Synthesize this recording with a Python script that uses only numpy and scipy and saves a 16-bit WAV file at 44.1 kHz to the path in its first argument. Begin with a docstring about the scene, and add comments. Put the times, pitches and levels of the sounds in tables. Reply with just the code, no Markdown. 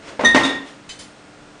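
"""Hard-walled laboratory: a piece of glassware is dropped into a tall cardboard waste box.
A sleeve swishes; the glass thumps down through the box, whose walls boom, rings on other glass
and is damped as it settles. Two small glassy ticks follow as gloved hands take the next item.
Ventilation hums throughout."""
import sys
import numpy as np
from scipy import signal
from scipy.fft import rfft, irfft
from scipy.io import wavfile

SR = 44100
rng = np.random.default_rng(int(sys.argv[2]) if len(sys.argv) > 2 else 0)


def unload_audio(sound):
    """Save the sound as a 16-bit wav file, at the path given as the first command line argument."""
    columns = np.transpose(np.atleast_2d(sound))
    # keep every value between -1 and 1, then stretch to whole-number steps
    steps = np.round(np.clip(columns, -1, 1) * 32767)
    wavfile.write(sys.argv[1], SR, steps.astype(np.int16))


N = 70560
T = np.arange(N) / SR

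# knocks on box and contents: t/s, level/dB, treble slope/(dB/oct), boom/dB, boom f/Hz, thump/dB
BOX_KNOCKS = [(.193, -16.5, -3, -20, 292.5, -60), (0.208, -22, -0.5, -32, 285, -61),
              (0.236, -17, -2.5, -17.5, 234.3, -50), (.249, -22, 2.3, -37.5, 243, -28),
              (0.346, -8.5, -0.04, -15, 262, -33.5), (.361, -13, 0.57, -25, 268.6, -40),
              (0.398, -29.5, 2, -27, 286, -52), (.435, -22, 1, -18.5, 268.3, -54),
              (.45, -22.5, 2.5, -21.5, 272.6, -49), (.483, -21, -26, -43, 270, -65),
              (0.507, -28, -13, -24.5, 278.7, -68), (0.549, -33.5, -17, -36, 262, -49)]
# room decay: f/Hz, t60/s
ROOM_DECAY = [(100, 0.78), (500, 0.51), (2000, 0.53), (9000, 0.33)]


def from_db(db):
    """Decibels to gain."""
    return 10 ** (np.asarray(db) / 20)


def at_hz(points, hz):
    """Interpolate a table over log frequency."""
    table_hz, values = np.transpose(points)
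    return np.interp(np.log(hz), np.log(table_hz), values)


def noise_bands():
    """Third-octave noise: centres/Hz, widths/Hz, unit-rms signals."""
    edges = np.geomspace(22, 11300, 28)
    hz = np.fft.rfftfreq(N, 1 / SR)
    white = rfft(rng.standard_normal(N))
    bands = np.array([irfft(white * ((hz >= lo) & (hz < hi)), N) for lo, hi in zip(edges, edges[1:])])
    return np.sqrt(edges[1:] * edges[:-1]), np.diff(edges), bands / bands.std(axis=1, keepdims=True)


def band_gains(colour, hz, width_hz, tilt_db_oct=0):
    """Band gains of unit total power from a colour (f/Hz, relative density/dB)."""
    gains = from_db(at_hz(colour, hz) + tilt_db_oct * np.log2(hz)) * np.sqrt(width_hz)
    return gains / np.linalg.norm(gains)


def strike(start_s, rise_s, t60_s):
    """Envelope: fast rise, exponential decay."""
    age_s = np.maximum(T - start_s, 0)
    return (1 - np.exp(-age_s / rise_s)) * np.exp(-np.log(1000) * age_s / t60_s)


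def tone(hz, zero_phase_s, waver, width_hz):
    """Sine of rms near 1; amplitude and phase waver among reflections."""
    offset_hz = np.fft.fftfreq(N, 1 / SR)
    white = rng.standard_normal(N) + 1j * rng.standard_normal(N)
    drift = np.fft.ifft(np.fft.fft(white) / (1 + (offset_hz / width_hz) ** 2))
    carrier = np.exp(2j * np.pi * hz * (T - zero_phase_s))
    return np.sqrt(2 / (1 + waver ** 2)) * np.imag((1 + waver * drift / drift.std()) * carrier)


def room(x):
    """Diffuse reverberation off the hard walls."""
    hz, width_hz, bands = noise_bands()
    tail = 0
    for band, band_hz, t60_s in zip(bands, width_hz, at_hz(ROOM_DECAY, hz)):
        decay = strike(0.004, 0.012, t60_s) / np.linalg.norm(strike(0.004, 0.0025, t60_s))
        tail += band * np.sqrt(2 * band_hz / SR) * decay
    return signal.fftconvolve(x, tail)[:N]


def ventilation():
    """Steady air noise and two fan tones."""
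    # air noise and hiss: f/Hz, relative density/dB
    air_colour = [(15, -34), (25, -13.5), (60, -20), (106, -13), (237, -7), (268, -15.5), (297, 5.5),
                  (328, -27.5), (371, -12.5), (628, -13), (960, -17.5), (1110, -15.5), (9800, -34),
                  (12700, -86), (21600, -120)]
    # fan tones: f/Hz, level/dB
    fan_tones = [(296.5, -53), (1422, -60.5)]
    hz, width_hz, bands = noise_bands()
    air = from_db(-45.5) * (band_gains(air_colour, hz, width_hz) @ bands)
    return air + sum(from_db(db) * tone(fan_hz, 0, waver=0.16, width_hz=2.3) for fan_hz, db in fan_tones)


def rustles(scatter_db=2.0):
    """Sleeve and gloves rub: noise bursts that swell and fade."""
    # rubs: peak t/s, level/dB, rise/s, t60/s, tilt/(dB/oct)
    rubs = [(0.093, -34.5, 0.096, 0.41, -6.5), (.68, -42, .05, .4, -4.5), (0.893, -36, 0.0036, 0.34, -1),
            (0.991, -41.5, 0.0025, 0.31, 1.4), (1.003, -48, 0.0044, 0.4, -3.5)]
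    # cloth and rubber friction: f/Hz, relative density/dB
    rub_colour = [(25, -52), (120, -27.5), (400, -6.5), (1000, -9.5), (1800, -2.5), (3100, -3), (5000, -1),
                  (7000, -6.5), (10000, -5.5)]
    hz, width_hz, bands = noise_bands()
    out = 0
    for peak_s, db, rise_s, t60_s, tilt_db_oct in rubs:
        swell = np.exp(2 * np.minimum(T - peak_s, 0) / rise_s)
        fade = from_db(-60 * np.maximum(T - peak_s, 0) / t60_s)
        gains = band_gains(rub_colour, hz, width_hz, tilt_db_oct)
        gains *= from_db(scatter_db * rng.standard_normal(len(hz)))
        out += from_db(db) * swell * fade * (gains @ bands)
    return out


def ticks(bump_db=-48):
    """Small glass pieces touch: a thin ring over a soft low bump of the hands."""
    # touches: t/s, level/dB, tilt/(dB/oct)
    touches = [(.891, -38, 2.5), (.991, -48, 11)]
    # modes of the pieces: f/Hz, relative level/dB, t60/s
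    modes = [(1583, -11, .45), (2570, 1, .16), (3052, 1, .26), (3171, -7, .22), (3566, -6, .32),
             (3909, -5, .22), (4227, -10, .35), (4620, -8, .25), (4940, -4, .2), (6174, -8, .25),
             (7275, -8, .2)]
    pivot_hz, first_s = modes[2][0], touches[0][0]
    ring = 0
    for hz, mode_db, t60_s in modes:
        octaves = np.log2(hz / pivot_hz)
        envelope = sum(from_db(db + mode_db + tilt_db_oct * octaves) * strike(t_s, 0.0035, t60_s)
                       for t_s, db, tilt_db_oct in touches)
        ring += envelope * tone(hz, first_s, waver=1.0, width_hz=58)
    hz, width_hz, bands = noise_bands()
    bump = band_gains([(25, -1), (60, -1), (150, -18), (500, -64)], hz, width_hz) @ bands
    return ring + from_db(bump_db) * bump * sum(strike(t_s, 0.0032, 0.27) for t_s, *_ in touches)


def bottle(struck_s=0.349):
    """A bottle lying in the box rings with the heaviest knock."""
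    # bottle modes: f/Hz, level/dB, t60/s
    modes = [(1031, -22, 0.56), (1218, -21.5, 0.18), (2050, -18, 0.2), (2106, -23.5, 0.21)]
    return sum(from_db(db) * strike(struck_s, 0.0044, t60_s) * tone(hz, struck_s, waver=0.45, width_hz=25)
               for hz, db, t60_s in modes)


def box(room_db=-11):
    """The struck wall booms, higher modes join in and the whole box thumps."""
    # higher box modes: f/Hz, level re knock/dB, t60/s
    modes = [(403.5, -12.5, 0.18), (493.5, -12.5, 0.093), (612.6, -6, 0.12), (745, -10.5, 0.073),
             (863.3, -13.5, 0.27), (929, -8.5, 0.1), (1106.4, -12, 0.079)]
    hz, width_hz, bands = noise_bands()
    thump_colour = [(25, -7), (70, -17.5), (130, -6.5), (250, -10), (800, -70)]
    thump = band_gains(thump_colour, hz, width_hz) @ bands
    out = 0
    for t_s, _, _, boom_db, boom_hz, thump_db in BOX_KNOCKS:
        boom = tone(boom_hz, t_s, waver=0.21, width_hz=28)
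        out += from_db(boom_db) * strike(t_s, rise_s=0.0028, t60_s=0.22) * boom
        out += from_db(thump_db) * strike(t_s, rise_s=0.0064, t60_s=0.33) * thump
    for mode_hz, mode_db, t60_s in modes:
        power = sum((from_db(db + mode_db) * strike(t_s, 0.0025, t60_s)) ** 2
                    for t_s, db, *_ in BOX_KNOCKS)
        out += np.sqrt(power) * tone(mode_hz, 0, waver=0.27, width_hz=16)
    return out + from_db(room_db) * room(out)


def knocks(rise_s=0.00072, crack_gain=0.28, treble_from_hz=590, room_db=-2.5):
    """Impacts excite dense, short-lived modes of cardboard and contents; hardness sets the treble."""
    # knock spectrum: f/Hz, relative density/dB
    knock_colour = [(60, -40), (140, -15.5), (230, -2.5), (450, -3), (700, -1), (1000, -3), (1550, -7.5),
                    (2200, -8.5), (3000, -15), (5000, -21), (7000, -26), (10000, -34)]
    hz, width_hz, bands = noise_bands()
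    colour_gains = band_gains(knock_colour, hz, width_hz)
    treble_oct = np.log2(np.maximum(hz / treble_from_hz, 1))
    band_power = 0
    for t_s, db, slope_db_oct, *_ in BOX_KNOCKS:
        gains = from_db(db + slope_db_oct * treble_oct) * colour_gains
        envelope = strike(t_s, rise_s, t60_s=0.18) + crack_gain * strike(t_s, rise_s, t60_s=0.01)
        band_power += np.outer(gains, envelope) ** 2
    direct = (bands * np.sqrt(band_power)).sum(axis=0)
    return direct + from_db(room_db) * room(direct)


def glass(rest_s=0.595, damping_db_per_s=328, room_db=-10):
    """The dropped glass rings until it lies still; the place of contact weights its modes."""
    # glass modes: f/Hz, t60/s, rim-struck level/dB, side-struck level/dB
    modes = [(1859.5, .15, 2, -26), (1857.8, .85, -9, -27), (1820, .22, -16, -34), (3491, .4, -22, -13),
             (3560, .26, -21, -19), (3655, .24, -26, -20), (3718, .33, -13, -16), (3733, .33, -26, -9),
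             (3778, .22, -23, -22), (4630, .3, -45, -26), (5995, .18, -27, -42), (6044, .25, -17, -38),
             (6410, .2, -33, -36), (6482, .33, -46, -27), (7165, .3, -52, -33), (7375, .28, -40, -40),
             (8350, .25, -35, -32), (8683, .2, -39, -40), (9160, .21, -32, -42)]
    # clinks: t/s, level/dB, place (0 rim, 1 side)
    clinks = [(0.2461, -3, 0.045), (.348, -18, 0), (0.432, -8.5, 0.75)]
    base_hz, first_s = modes[0][0], clinks[0][0]
    damping = from_db(-damping_db_per_s * np.maximum(T - rest_s, 0))
    out = 0
    for hz, t60_s, rim_db, side_db in modes:
        ratio = hz / base_hz   # higher modes rise sooner and waver more
        power = 0
        for t_s, db, place in clinks:
            gain = from_db(db + rim_db + place * (side_db - rim_db))
            power += (gain * strike(t_s, 0.013 / ratio, t60_s) * damping) ** 2
        out += np.sqrt(power) * tone(hz, first_s, waver=0.25 * ratio, width_hz=45 * np.sqrt(ratio))
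        # the room carries each mode on as a fluttering echo
        pole = from_db(-60 / (at_hz(ROOM_DECAY, hz) * SR)) ** 2
        echo_power = signal.lfilter([1 - pole], [1, -pole], power)
        out += from_db(room_db) * np.sqrt(echo_power) * tone(hz, 0, waver=1.5, width_hz=60)
    return out


def scene():
    """Mono sum of all sources."""
    return (knocks() + box() + bottle() + glass() + ticks() + rustles() + ventilation())[None]


def record(dry):
    """Soft clip, then steep low-pass."""
    cutoff_hz = 10050
    rounded = dry / (1 + dry ** 6) ** (1 / 6)
    return signal.fftconvolve(rounded, signal.firwin(601, cutoff_hz, fs=SR)[None], "same")


dry = scene()
out = record(dry)
unload_audio(out)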